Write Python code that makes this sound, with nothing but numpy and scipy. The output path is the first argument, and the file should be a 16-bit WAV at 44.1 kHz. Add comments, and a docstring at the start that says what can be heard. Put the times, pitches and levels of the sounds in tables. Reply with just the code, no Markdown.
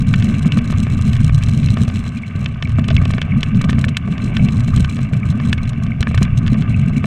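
"""On a trail of packed snow, a camera in a closed plastic case rides a dog sled. The runners shake the mount:
noise bands in uneven lumps make a deep rumble, and grainy noise through the resonances of the case makes a hiss.
Noise gated by strong upward swings is the chatter of the camera in its case; bumps knock, thump and rattle the case
as decaying modes, tones and noise bursts. Ruts jolt the sled as low decaying tones with a scuff,
and something small clinks as short tones. A faint steady hiss lies beneath."""
import sys
import numpy as np
from scipy import signal
from scipy.fft import rfft, irfft, next_fast_len
from scipy.io import wavfile
from scipy.ndimage import uniform_filter1d, map_coordinates

SR = 44100
rng = np.random.default_rng(int(sys.argv[2]) if len(sys.argv) > 2 else 0)


def wav_record(signal):
    """Record a signal, one row per channel, as 16-bit PCM in the file named by sys.argv[1]."""
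    frames = np.transpose(np.atleast_2d(signal))
    bounded = np.clip(frames, -1, 1)
    # unit amplitude maps onto the largest positive 16-bit level
    quanta = np.round(bounded * 32767).astype(np.int16)
    wavfile.write(sys.argv[1], SR, quanta)


N = 311339

# Roughness of the trail. Each row: time in seconds, level of shaking in dB, share of fast shaking in dB,
# level of chatter in dB.
TRAIL = [(0.0, -11, -6.5, -45), (0.37, -13.5, -1, -44), (0.9, -12.5, -6, -45.5), (1.3, -11, -11, -44),
         (1.55, -14, -3, -44), (1.91, -13, -6.5, -44), (2.28, -25, -1.5, -51.5), (2.44, -15.5, -2.5, -48),
         (2.54, -22.5, -5.5, -51.5), (2.9, -11, -6.5, -48.5), (3.42, -17, -2, -50.5), (3.8, -12.5, -3, -51),
         (3.98, -20, -2.5, -59), (4.2, -13, -1.5, -46.5), (4.76, -12.5, -5, -46.5), (5.1, -18.5, -4, -49),
         (5.45, -13.5, -3.5, -47), (5.82, -17, -7, -52.5), (6.3, -13, -5, -48.5), (7.06, -13, -4, -49)]
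# Blows on the case. Each row: start in seconds, level in dB, dull part in dB, snap part in dB.
KNOCKS = [(0.139, -2.5, -18, -8.5), (0.521, -15, -12, 6), (0.573, -13.5, 6, -7), (0.868, -14.5, 5.5, -12),
          (1.295, -12.5, 1, -14), (1.771, -14, 6.5, -3.5), (2.46, -12, -4, 3), (2.625, -8, -4.5, -1.5),
          (2.785, -18.5, 11.5, -15.5), (2.886, -14.5, 6.5, 4), (2.906, -14, 0, -7), (2.966, -12, -8, 5.5),
          (3.054, -17.5, -3, 4.5), (3.105, -14, 4, -10.5), (3.137, -10, -2, -5), (3.182, -8.5, 1.5, -9.5),
          (3.217, -9, -4, 2), (3.431, -6.5, -6, 4), (3.612, -14.5, 4, -9), (3.642, -10.5, -1, -4.5),
          (3.694, -4.5, -2, -10), (3.73, -16, 4, -1), (3.784, -17.5, 7, -8.5), (3.842, -3.5, -10, -9),
          (3.884, -17, -6, 2), (3.969, -7, -9, 4), (4.368, -9, -8, 1.5), (4.847, -9.5, -15, -3),
          (5.134, -14, -10, -11), (5.529, -4.5, -7, 2), (6.028, -5.5, -19, -2), (6.071, -6, -1.5, -22),
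          (6.112, -19, 6.5, -14), (6.144, -11.5, 4.5, -10), (6.177, -10.5, -1, -1), (6.222, -15, 6.5, -10),
          (6.252, -12.5, -14, -9.5), (6.479, -13, -11, 1), (7.042, -7.5, 4, -14)]
# Bright rattles of the camera against the case. Each row: start in seconds, level in dB.
RATTLES = [(0.4278, -26), (0.521, -26), (0.643, -27), (0.718, -28.5), (1.022, -25.5), (1.1306, -23.5),
           (1.4355, -21.5), (2.8824, -26), (3.052, -30.5), (3.108, -20.5), (3.215, -29), (3.4077, -28.5),
           (3.4333, -22), (3.6145, -25), (3.645, -26.5), (3.699, -19), (3.79, -24), (3.8131, -21.5),
           (3.848, -23.5), (3.8884, -24.5), (3.969, -18), (4.367, -30), (4.4463, -24), (4.5212, -26),
           (4.6774, -29), (4.7618, -20.5), (4.804, -21.5), (4.8952, -23), (5.2875, -31), (5.302, -24),
           (5.4862, -27), (5.531, -23.5), (5.6311, -25.5), (5.693, -26), (5.835, -27.5), (6.007, -19),
           (6.146, -22.5), (6.2284, -16.5), (6.3737, -19.5), (6.4716, -30)]
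# Modes of the case. Each row: frequency in Hz, width in Hz, level in the hiss in dB, level in a blow in dB.
CASE_MODES = [(423, 49, 2, 0.5), (642, 160, 4, 3), (1193, 133, 6.5, 6.5), (1525, 69, 6.5, 5),
              (1750, 10.3, -14.5, 12), (2292, 167, 8, 6.5), (2643, 150, 6, 8.5), (2965, 50, -26, 5.5),
              (3380, 83, -1.5, 1), (3990, 46, -48, -5), (4670, 110, -27, 0), (5460, 93, -30.5, -2),
              (6500, 310, -40, -6.5)]
# Spectrum of the slow shaking. Each row: frequency in Hz, relative density in dB per Hz.
SWAY_SPECTRUM = [(8.8, -44.5), (15, -4), (38, -14), (91, 0), (150, -1.5), (200, -34), (330, -120)]
# Spectrum of the fast shaking. Each row: frequency in Hz, relative density in dB per Hz.
JUDDER_SPECTRUM = [(71, -52), (120, -2), (230, -2), (251, -8), (308, -24.5), (550, -37), (720, -42.5),
                   (1210, -120)]
# Spectrum of chatter and rattles. Each row: frequency in Hz, relative density in dB per Hz.
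BRIGHT_SPECTRUM = [(2000, -8.5), (3000, 1.5), (3700, -4.5), (4050, 6), (4600, -18), (4900, -7.5),
                   (6500, -5), (7000, -7), (8300, -5.5), (9200, -12.5), (9900, -21.5), (11500, -19),
                   (13000, -29.5), (15500, -36.5)]
# Jolts of the sled over ruts. Each row: start in seconds, level in dB, pitch in Hz.
JOLTS = [(0.457, 0, 169), (1.521, -13, 174), (1.812, -4, 160), (2.354, -2.5, 142), (2.785, 0.5, 218),
         (3.645, -2.5, 192), (3.864, 1, 110), (4.297, -6, 220), (4.767, 0.5, 140), (4.801, 4, 161),
         (5.129, 1.5, 154), (5.631, -3, 106), (6.005, 4, 100), (6.213, 3.5, 207), (6.523, 0.5, 227)]
# Transmission of the case wall, with a dip under 1 kHz. Each row: frequency in Hz, relative gain in dB.
WALL_GAIN = [(700, 2), (900, -4), (1080, 3), (3000, -1.5), (3800, -12.5), (5000, -31), (7000, -24),
             (10000, -23), (16000, -72)]
# Small pitched clinks. 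Each row: start in seconds, level in dB, pitch in Hz.
CLINKS = [(2.169, -26, 2420), (2.2343, -19.5, 2230), (2.654, -19.5, 2290), (2.9792, -15, 2230),
          (3.32, -18, 2240), (4.8893, -22, 2330), (5.2308, -19, 2270), (5.5838, -21, 2210),
          (5.9184, -19, 2230), (6.744, -19, 2590), (6.979, -22, 2290)]
# Hollow thumps on the low wall of the case. Each row: start in seconds, level in dB.
THUMPS = [(2.785, -20), (2.906, -15.5), (6.215, -20), (7.043, -18)]
# Spectrum of the scuff in a jolt. Each row: frequency in Hz, relative density in dB per Hz.
SCUFF_SPECTRUM = [(150, -26.5), (300, -9), (500, -4.0), (900, -25.5), (3000, -56.5)]
# Spectrum of the faint steady hiss. Each row: frequency in Hz, relative density in dB per Hz.
FLOOR_SPECTRUM = [(2500, -6.5), (4000, -3.5), (6500, -5.5), (8000, -11), (12000, -22), (15500, -38)]

TOP_HZ = 15800
HISS_DB, HISS_FOLLOWS = -30, 0.4  # runner hiss at 0 dB of fast shaking; dB it moves per dB of fast shaking
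BRIGHT_PART_DB, CRACK_DB = -5.5, 3  # both relative to the snap part
TAPS_PER_S = 9
TAP_DB, TAP_SPREAD_DB = -21, 4.5  # level on a trail of mean roughness; largest random change either way
TAP_DULL_DB, TAP_SNAP_DB, TAP_PLACE_DB = -0.5, -3, 6  # middle of each part; largest change with place
THUMP_T60_S, THUMP_ATTACK_S = 0.054, 0.0022


def amp(db):
    """The decibel law: gain of a level in dB."""
    return 10 ** (np.asarray(db) / 20)


def unit(x):
    """Normalisation of power: x at rms 1."""
    return x / np.sqrt(np.mean(x ** 2) + 1e-20)


def curves(rows):
    """Linear interpolation: one value per sample for each column after the time."""
    s, *cols = np.transpose(rows)
    return [np.interp(np.arange(N) / SR, s, c) for c in cols]


def wobble(rate):
    """Smooth random modulation: a spline through random knots, rate knots a second."""
    knots = rng.standard_normal(int(N * rate / SR) + 4)
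    return map_coordinates(knots, [np.arange(N) * rate / SR])


def filtered(x, response):
    """Linear filtering: the spectrum of x times a response of frequency."""
    m = next_fast_len(len(x) + 8192)  # room for the filter to ring out
    return irfft(rfft(x, m) * response(np.fft.rfftfreq(m, 1 / SR)), m)[:len(x)]


def coloured(x, spectrum):
    """Spectral shaping through (Hz, dB) points, scaled so that white noise keeps its level."""
    f, db = np.transpose(spectrum)
    return filtered(x, lambda hz: unit(amp(np.interp(np.log(hz + 1), np.log(f + 1), db))))


def noise(spectrum):
    """Coloured noise: white noise shaped by (Hz, dB) points, at rms 1."""
    return unit(coloured(rng.standard_normal(N), spectrum))


def decay(t, t60):
    """Exponential damping: a fall of 60 dB in t60 seconds."""
    return amp(-60 * t / t60)


def onset(t, seconds):
    """Exponential build-up with a time constant in seconds."""
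    return 1 - np.exp(-t / seconds)


def add_at(out, s, sound):
    """Superposition: adds a sound to out, starting at s seconds."""
    out[round(s * SR):][:len(sound)] += sound


def floor_hiss():
    """Stationary noise: a faint steady hiss of fixed spectrum."""
    return amp(-64.5) * noise(FLOOR_SPECTRUM)


def clinks():
    """Free vibration of one damped mode: each clink is a short tone with a soft start."""
    out, t = np.zeros(N + SR), np.arange(SR // 16) / SR
    for s, db, hz in CLINKS:
        tone = 1.67 * np.sin(2 * np.pi * hz * t)
        add_at(out, s, amp(db + 4) * decay(t, 0.018) * onset(t, 0.0019) * tone)
    return out[:N]


def thumps():
    """Selective excitation: a soft blow rings only the second mode of the case, with a hollow sound."""
    out, t = np.zeros(N + SR), np.arange(SR // 8) / SR
    mode = np.sin(2 * np.pi * CASE_MODES[1][0] * t)
    for s, db in THUMPS:
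        add_at(out, s, amp(db) * decay(t, THUMP_T60_S) * onset(t, THUMP_ATTACK_S) * mode)
    return out[:N]


def rattles():
    """Impact noise with two decay rates: each bright burst has a sharp tick and a weaker buzzing tail."""
    loudness, t = np.zeros(N + SR), np.arange(SR // 8) / SR
    burst = (decay(t, 0.018) + 0.28 * decay(t, 0.052)) * onset(t, 0.00023)
    for s, db in RATTLES:
        add_at(loudness, s, amp(db - 5.5) * burst)
    grain = amp(2.75 * wobble(350))
    return coloured(loudness[:N] * grain * rng.standard_normal(N), BRIGHT_SPECTRUM)


def blows():
    """Random impacts: the listed knocks, then taps at random times and places, harder on a rougher trail."""
    s, size, place = rng.random((int(TAPS_PER_S * N / SR), 3)).T
    s = s * N / SR
    rough_db = np.interp(s, *np.transpose(TRAIL)[:2]) - np.mean(TRAIL, axis=0)[1]
    place_db = TAP_PLACE_DB * (2 * place - 1)
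    level_db = TAP_DB + rough_db + TAP_SPREAD_DB * (2 * size - 1)
    return KNOCKS + list(zip(s, level_db, TAP_DULL_DB - place_db, TAP_SNAP_DB + place_db))


def knocks():
    """Modal excitation: a blow cracks and rings all modes of the case, at strengths that vary with each blow."""
    out, t = np.zeros(N + SR), np.arange(SR // 16) / SR
    hz, width, _, mode_db = np.transpose(CASE_MODES)[:, :, None]
    part = np.digitize(hz, [1400, 2500, 4400])  # dull, middle, snap and bright modes
    rows = blows()
    chance = rng.standard_normal((len(rows), 2, len(CASE_MODES), 1))
    damping = np.exp(-np.pi * (width + 120) * .8 * t)
    # the first few hard cycles
    crack = np.sin(2 * np.pi * 3100 * t) * t / 0.00087 * np.exp(1 - t / 0.00048)
    for (s, db, dull_db, snap_db), (size, detune) in zip(rows, chance):
        tilt_db = np.array([dull_db, 0, snap_db, snap_db + BRIGHT_PART_DB])[part]
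        strength = amp(mode_db + tilt_db + 2 * size) * np.sqrt(width / 200)
        tones = np.sin(2 * np.pi * hz * (1 + 0.017 * detune) * t)
        ring = (strength * damping * tones).sum(axis=0) * onset(t, 0.0004)
        add_at(out, s, amp(db - 8) * (ring + amp(snap_db + CRACK_DB) * crack))
    return out[:N]


def chatter(shake):
    """Intermittent contact: in loose spells the camera fizzes in the case and ticks at fast upward swings."""
    level_db = curves(TRAIL)[2]
    speed = np.gradient(shake)
    speed = speed / np.sqrt(np.abs(uniform_filter1d(speed ** 2, size=SR // 8)) + 1e-12)
    lump = np.sqrt(np.abs(uniform_filter1d(speed ** 2, size=SR // 60)))
    # big swings shake the camera loose; stronger chatter leaves shorter pauses
    urge = 0.74 * wobble(60) + 1.9 * (lump - .9) + 0.19 * (level_db + 48.5)
    spells = 1 / (1 + np.exp(-3.2 * urge))
    loose = 0.012 * (level_db + 50.5).clip(0) + 0.02 + spells
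    grain = amp(3 * wobble(600))
    touch = np.tanh(np.clip(speed - .8, 0, None)) * grain
    dying = decay(np.arange(SR // 10) / SR, 0.0086)
    ticks = unit(signal.fftconvolve(touch, dying)[:N])
    loudness = loose * (ticks + 0.5) + 0.004
    return amp(level_db) * coloured(loudness * rng.standard_normal(N), BRIGHT_SPECTRUM)


def jolts():
    """Transient response: a rut throws the mount into a quickly damped swing with a dull scuff."""
    out, t = np.zeros(N + SR), np.arange(SR // 10) / SR
    scuff_noise = noise(SCUFF_SPECTRUM)
    for s, db, hz in JOLTS:
        swing = amp(-0.5) * decay(t, 0.058) * np.sin(2 * np.pi * hz * t)
        scuff = amp(-27) * decay(t, 0.042) * np.roll(scuff_noise, -round(s * SR))[:len(t)]
        add_at(out, s, amp(db) * (swing + scuff) * onset(t, 0.0033))
    return out[:N]


def runners():
    """Resonant filtering: snow crystals break under the runners, heard through the modes and wall of the case.
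    The low, middle and high modes belong to different walls, each shaken with its own grain."""
    hiss = np.zeros(N)
    for wall in (CASE_MODES[:2], CASE_MODES[2:5], CASE_MODES[5:]):
        def resonance(f):
            """Resonance: the sum of the band-pass responses of the modes of one wall."""
            return sum(amp(db) * 1j * f * w / (c * c - f * f + 1j * f * w) for c, w, db, _ in wall)

        grain = amp(3.9 * wobble(300) + 1.74 * wobble(25))
        hiss += filtered(unit(rng.standard_normal(N) * grain), resonance)
    level_db, fast_db = curves(TRAIL)[:2]
    return amp(HISS_DB + HISS_FOLLOWS * (level_db + fast_db)) * unit(coloured(hiss, WALL_GAIN))


def shaking():
    """Forced vibration: the runners judder over the trail and the mount carries it to the microphone in lumps."""
    level_db, fast_db = curves(TRAIL)[:2]
    fast = np.clip(amp(fast_db), 0, .95)
    sway = unit(amp(2.23 * wobble(14)) * noise(SWAY_SPECTRUM))
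    judder = unit(amp(2.86 * wobble(23)) * noise(JUDDER_SPECTRUM))
    return amp(level_db) * (np.sqrt(1 - fast ** 2) * sway + fast * judder)  # the shares add in power


def scene():
    """Superposition: all sources add at one microphone, and the shaking with its jolts drives the chatter."""
    shake = shaking() + jolts()
    background = floor_hiss() + clinks()
    impacts = thumps() + rattles() + knocks()
    return (background + impacts + chatter(shake) + runners() + shake)[None]


def record(dry):
    """Saturation and band limiting: soft clipping of the largest swings, then a sharp cut at the top."""
    soft = dry[0] / (1 + np.abs(dry[0] / .95) ** 8) ** (1 / 8)
    return filtered(soft, lambda hz: hz < TOP_HZ)[None]


dry = scene()
out = record(dry)
wav_record(out)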